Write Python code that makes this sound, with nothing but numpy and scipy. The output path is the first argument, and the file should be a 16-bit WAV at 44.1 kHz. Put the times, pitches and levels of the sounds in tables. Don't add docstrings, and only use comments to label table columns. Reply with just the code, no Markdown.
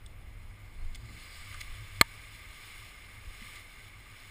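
import sys
import numpy as np
from scipy import signal
from scipy.fft import rfft, irfft, next_fast_len
from scipy.io import wavfile
from scipy.ndimage import uniform_filter1d, map_coordinates

SR = 44100
rng = np.random.default_rng(int(sys.argv[2]) if len(sys.argv) > 2 else 0)


def int16_out(signal):
    q = np.round(np.clip(np.atleast_2d(signal).T, -1, 1) * 32767)
    wavfile.write(sys.argv[1], SR, q.astype(np.int16))


def volts(x):
    e = np.asarray(x, float) / 20
    return 10 ** e


N = 189786
TIME = np.arange(N) / SR


def unit(x):
    return x / np.sqrt(np.mean(x ** 2) + 1e-20)


def along(points, hz):
    f, v = np.transpose(points)
    return np.interp(np.log(hz + 1), np.log(f + 1), v)


def curve(points):
    s, value = np.transpose(points)
    return np.interp(TIME, s, value)


def bump(s, half):
    return np.exp(-((TIME - s) / half) ** 2)


def wobble(rate):
    knots = rng.standard_normal(int(N * rate / SR) + 4)
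    return map_coordinates(knots, [np.arange(N) * rate / SR])


def filtered(x, response):
    m = 2 * next_fast_len(N // 2 + SR // 4)
    return irfft(rfft(x, m) * response(np.fft.rfftfreq(m, 1 / SR)), m)[..., :N]


def shaped_noise(points):
    return filtered(rng.standard_normal(N), lambda hz: volts(along(points, hz)))


def patchy(patchy_db):
    z = signal.stft(rng.standard_normal(N), nperseg=512)[2]
    field = uniform_filter1d(rng.standard_normal(z.shape), 6, 0)
    field = uniform_filter1d(field, 10, 1)
    return signal.istft(z * volts(patchy_db * unit(field)), nperseg=512)[1][:N]


# [f/Hz, width/Hz, level/dB]
CASE_PEAKS = [(1195, 157, -4.5), (1576, 260, -9), (2149, 394, 0.5), (2790, 270, -10.5), (3032, 144, -8.5),
              (3320, 210, -10), (3553, 190, -6), (4063, 450, -10), (4900, 447, -13.5), (5345, 450, -14),
              (6590, 460, -17), (7060, 510, -16.5), (7910, 430, -17), (8470, 195, -14), (9000, 440, -16),
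              (9800, 356, -12), (10350, 110, -23.5), (10770, 120, -22), (12000, 72, -38.5),
              (12200, 80, -30), (12600, 200, -36), (13160, 170, -24.5), (13700, 260, -24.5),
              (14280, 330, -15.5), (14640, 540, -19.5)]
# [f/Hz, width/Hz, level/dB]
CASE_NOTCHES = [(1367, 94, -6.5), (1894, 76, -5.5), (6030, 360, -10), (11500, 360, -7), (12200, 80, -12),
                (10640, 80, -7.5), (13400, 80, -5)]


def case(hz):
    grid = np.fft.rfftfreq(8192, 1 / SR)
    power = volts(-90)
    for c, width, db in CASE_PEAKS:
        power = power + volts(2 * db) / (1 + (2 * (grid - c) / width) ** 2) ** 1.57
    dips = sum(db / (1 + (2 * (grid - c) / width) ** 2) for c, width, db in CASE_NOTCHES)
    cepstrum = irfft(np.log(np.sqrt(power) * volts(dips)))
    half = len(cepstrum) // 2
    cepstrum[1:half] *= 2
    cepstrum[half + 1:] = 0
    impulse = irfft(np.exp(rfft(cepstrum)))
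    return rfft(impulse, 2 * len(hz) - 2)


def through_case(x, points):
    return filtered(x, lambda hz: volts(along(points, hz)) * case(hz))


# [f/Hz, level/dB per Hz]
HISS_SPECTRUM = [(200, -7.5), (1000, -8.5), (3000, -15.5), (6000, -40.5), (8000, -34.5), (11000, -33.5),
                 (16000, -30)]


def microphone_hiss():
    return volts(-63.5) * unit(shaped_noise(HISS_SPECTRUM))


# [f/Hz, level/dB per Hz]
FAR_SPECTRUM = [(500, 10), (2000, -5.5), (4000, -7), (9000, 0), (11500, 16), (12500, 12), (16000, 1)]


def distant_wind():
    return volts(-70.5) * unit(through_case(patchy(patchy_db=2.0), FAR_SPECTRUM))


# [t/s, level/dB]
DRAG_LEVEL = [(0, -99), (.8, -73), (1.05, -67), (1.25, -62), (1.45, -60.5), (1.7, -82), (4.3, -94)]
# [f/Hz, level/dB per Hz]
SLIDE_SPECTRUM = [(3000, -31.5), (4400, 3.5), (5100, 2), (5600, -26), (6400, -16), (7300, 4), (8400, -2),
                  (10000, -27.5)]
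# [t/s, share of the high colour]
LIFT = [(1.0, 0.1), (1.5, 0.9)]


def dragging_edge():
    low_scale, high_scale = 0.957, 1.04
    noise = patchy(patchy_db=3.0)
    low = filtered(noise, lambda hz: volts(along(SLIDE_SPECTRUM, hz / low_scale)) * case(hz))
    high = filtered(noise, lambda hz: volts(along(SLIDE_SPECTRUM, hz / high_scale)) * case(hz))
    lift = curve(LIFT)
    return volts(curve(DRAG_LEVEL)) * unit((1 - lift) * low + lift * high)


# [t/s, peak level/dB, t60/s, lowest f/Hz, highest f/Hz]
TICK_EVENTS = [(.0617, -33.5, .012, 3320, 3780), (.0617, -33, .014, 8200, 8840),
               (0.062, -39.5, .01, 4500, 8000), (.9465, -39, 0.019, 2800, 9000),
               (.9505, -35, 0.0071, 3020, 15000), (.9553, -40, .024, 2900, 15000),
               (1.5425, -36, 0.044, 900, 1500), (1.5425, -38, 0.02, 4000, 11000),
               (1.603, -41, .03, 2500, 12000), (1.608, -35.5, 0.014, 2500, 12000),
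               (1.6122, -28, .0062, 2000, 16000), (1.6155, -31, 0.0049, 2000, 16000),
               (2.17, -56, .0087, 2500, 12000), (3.555, -44, 0.052, 2500, 11000),
               (3.728, -56, .0072, 2500, 12000)]


def ticks():
    rise_share = 0.043
    strap_db, strap_hz = -24, 9000
    out = np.zeros(N + SR)
    t = np.arange(SR // 10) / SR
    for s, db, t60, low_hz, high_hz in TICK_EVENTS:
        rise = 1 - np.exp(-t / (rise_share * t60))
        burst = rng.standard_normal(len(t)) * rise * volts(db + 18.5 - 60 * t / t60)
        band = signal.butter(2, [low_hz, high_hz], "band", fs=SR, output="sos")
        out[round(s * SR):][:len(t)] += signal.sosfilt(band, burst)
    return filtered(out[:N], lambda hz: case(hz) + volts(strap_db) / (1 + (hz / strap_hz) ** 8))


# [t/s, level/dB]
WING_LOAD = [(0, -66), (.62, -63), (.98, -62.5), (1.2, -56), (1.4, -54.5), (1.52, -52), (1.68, -54.5),
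             (2.0, -55.5), (2.5, -55.5), (2.68, -53), (3.0, -57), (3.28, -57), (3.42, -53.5), (3.56, -52.5),
             (3.66, -58.5), (3.8, -56.5), (4.0, -60), (4.22, -56)]
# [f/Hz, level/dB per Hz]
RUSH_SPECTRUM = [(300, 10), (700, 1), (2500, 0), (3200, -6), (6000, -17.5), (16000, -41)]


def wing_rush():
    rush = through_case(patchy(patchy_db=0.4), RUSH_SPECTRUM)
    return volts(curve(WING_LOAD) + 1.5) * unit(rush)


# [f/Hz, level/dB per Hz]
COARSE_SPECTRUM = [(1000, -19.5), (2200, -9.5), (2800, 2), (4200, -3.5), (5000, -22), (9000, -32)]
# [f/Hz, level/dB per Hz]
FINE_SPECTRUM = [(2500, -32), (3800, -15.5), (4600, -1), (8000, 1), (16000, 1.5)]
# (middle t/s, half length/s, rise level/dB)
OPENING = (1.16, 0.15, 1.7)


def wing_creases():
    s, half, rise_db = OPENING
    strain_db = curve(WING_LOAD) + 55 + rise_db * bump(s, half)
    coarse_db = -59 + 1.46 * strain_db
    fine_db = -60.5 + 1.34 * strain_db
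    size_db = 2.2 * np.minimum(rng.exponential(size=N), 4)
    creases = (rng.random(N) < .06) * rng.standard_normal(N) * volts(size_db)
    clumps = volts(0.84 * wobble(20) + 0.56 * wobble(60))
    grain = clumps * (0.6 * unit(creases) + patchy(patchy_db=0.1))
    coarse = unit(through_case(grain, COARSE_SPECTRUM))
    fine = unit(through_case(grain, FINE_SPECTRUM))
    return volts(coarse_db - 0.8) * coarse + volts(fine_db + 0.07) * fine


# [t/s, level/dB]
WIND_STRENGTH = [(0, -53), (.2, -49), (.5, -48), (.7, -50.5), (1.0, -51), (1.3, -54), (1.6, -53),
                 (1.95, -51), (2.3, -56), (2.9, -58.5), (3.2, -55.5), (3.7, -57), (4.0, -58), (4.3, -58)]
# [middle t/s, half length/s, rise level/dB]
GUSTS = [(.05, 0.018, 5.5), (0.588, 0.039, -11), (0.833, 0.065, 7.5), (0.987, .03, 4.5), (1.409, 0.031, 7),
         (1.57, .03, 6.5), (1.707, .04, 10), (1.86, 0.045, 2.5), (2.495, 0.036, 4.5), (2.66, 0.037, -4.5),
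         (2.77, .05, 5), (3.102, 0.027, -2), (3.283, 0.032, 11.5), (3.42, 0.018, 8), (3.74, .03, -2),
         (3.97, .04, 2.5)]
# [f/Hz, level/dB per Hz]
PUSH_SPECTRUM = [(8, -37.5), (15, -0.5), (31, -2), (60, -5.5), (80, -8.5), (110, -18.5), (170, -35.5),
                 (290, -120)]


def buffeting():
    level_db = curve(WIND_STRENGTH) + sum(db * bump(s, half) for s, half, db in GUSTS)
    buffet = shaped_noise(PUSH_SPECTRUM)
    buffet /= uniform_filter1d(np.abs(buffet), 2600) ** 0.68
    return volts(level_db + 1.96) * unit(buffet)


# [middle t/s, half length/s, peak level/dB]
EDDY_SPELLS = [(0.045, 0.024, -55), (0.164, 0.047, -55.5), (.36, 0.054, -53), (.52, 0.052, -57),
               (0.626, 0.044, -51.5), (0.733, 0.053, -55), (0.905, 0.019, -62), (1.051, 0.033, -46),
               (1.14, 0.038, -50.5), (1.494, 0.043, -50), (1.593, .04, -53.5), (1.795, 0.05, -45.5),
               (1.966, 0.06, -48.5), (2.17, 0.056, -55.5), (2.33, 0.065, -56), (2.482, 0.033, -58.5),
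               (2.687, .06, -57), (2.836, 0.031, -53), (3.054, 0.044, -61), (3.194, .06, -55.5),
               (3.33, 0.028, -57), (3.46, .03, -58), (3.6, 0.063, -60), (3.856, 0.043, -56),
               (3.985, 0.034, -55), (4.124, 0.027, -55.5), (4.268, 0.036, -56.5)]


def eddy_tone():
    eddy_hz = 102.7
    gain = volts(curve(WIND_STRENGTH) - 19)
    gain = gain + sum(volts(db) * bump(s, half) for s, half, db in EDDY_SPELLS)
    phase = 2 * np.pi * np.cumsum(eddy_hz * (1 + 0.0448 * wobble(22))) / SR
    return gain * unit(np.sin(phase) * volts(1.7 * wobble(27.07)))


# [f/Hz, level/dB per Hz]
FLUTTER_SPECTRUM = [(90, -10.5), (140, 2), (200, -3), (300, -7), (500, -16.5), (800, -21.5), (1500, -41)]
# (middle t/s, half length/s, rise level/dB)
RATTLE = (1.136, 0.11, 6.6)


def flutter():
    strength_db = curve(WIND_STRENGTH)
    s, half, rise_db = RATTLE
    level_db = -68.5 + 0.46 * (strength_db - strength_db.mean()) + rise_db * bump(s, half)
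    noise = volts(0.28 * wobble(12)) * shaped_noise(FLUTTER_SPECTRUM)
    noise /= uniform_filter1d(np.abs(noise), 1300) ** 0.26
    return volts(level_db + 2.0) * unit(noise)


# (middle t/s, half length/s, level/dB, f/Hz)
HEAVE = (.865, .065, -31, 21)
# [t/s, level/dB, f/Hz, t60/s]
THUMPS = [
    (.905, -39, 29, 0.11),
    (3.417, -43, 215, 0.084),
    (1.03, -52, 220, .1),
    (1.105, -49, 206, 0.12),
]


def gust_blows():
    s, half, db, hz = HEAVE
    out = -volts(db) * bump(s, half) * np.cos(2 * np.pi * hz * (TIME - s))
    for s, db, hz, t60 in THUMPS:
        t = np.maximum(TIME - s, 0)
        rise = 1 - np.exp(-(t * hz / 0.32) ** 2)
        out += volts(db - 60 * t / t60) * rise * np.sin(2 * np.pi * hz * t)
    return out


# (t/s, level/dB, rise/s)
CRACK = (2.0119, -7, 0.00057)
# [f/Hz, level/dB, t60/s]
SHELL_MODES = [(181, -28, 0.018), (530, -19, 0.011), (672, -22, 0.031), (804, -41, 0.0099),
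               (918, -27, 0.069), (1190, -4, 0.022), (1560, -9.5, 0.012), (1760, -17.5, 0.035),
               (2150, 4, 0.012), (2880, -9, 0.0085), (3260, -7, 0.0095), (3460, -7, 0.011),
               (4170, 5, 0.0074), (4520, -4.5, 0.0086), (4800, -12.5, 0.0086), (6050, -17.5, 0.0069),
               (6860, -12, 0.0077), (7790, -0.5, 0.0085), (8600, -20, 0.011), (9000, -18, 0.013),
               (9900, -8.5, 0.011), (10230, -25, 0.016), (10790, -22.5, 0.022), (13140, -20, 0.016),
               (14200, -12, 0.014), (13800, -22, 0.013), (14400, -25, .012)]
# (level/dB, f/Hz, t60/s)
REBOUND = (-27, 56, 0.092)


def crack():
    s, db, rise = CRACK
    t = np.arange(SR // 5) / SR
    swell = (1 - np.exp(-t / rise)) ** 2
    modes = sum(volts(level - 60 * t / t60) * np.sin(2 * np.pi * (hz * t + rng.random()))
                for hz, level, t60 in SHELL_MODES)
    shove_db, shove_s = -11, .0004
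    shove = volts(shove_db) * t / shove_s * np.exp(1 - t / shove_s)
    back_db, back_hz, back_t60 = REBOUND
    rebound = volts(back_db - 60 * t / back_t60) * np.sin(2 * np.pi * back_hz * t)
    ring, rattle = np.zeros((2, N))
    start = round(s * SR)
    ring[start:][:len(t)] = swell * modes + shove - rebound
    rattle[start:][:len(t)] = volts(10.5 - 60 * t / 0.015) * swell * rng.standard_normal(len(t))
    return volts(db) * (1.69 * ring + filtered(rattle, case))


def scene():
    background = distant_wind() + dragging_edge()
    cloth = ticks() + wing_rush() + wing_creases()
    wind = buffeting() + eddy_tone() + flutter() + gust_blows()
    return (background + cloth + wind + crack())[None]


def band_limit(x):
    return signal.sosfilt(signal.butter(12, 16490, fs=SR, output="sos"), x)


def record(dry):
    top_hz = 15325
    x = dry + microphone_hiss()
    x = x / (1 + np.abs(x / 3.0) ** 4) ** (1 / 4)
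    x = filtered(x, lambda hz: volts(-19 - 19 * np.tanh((hz - top_hz) / 45)))
    return band_limit(x)


dry = scene()
out = record(dry)
int16_out(out)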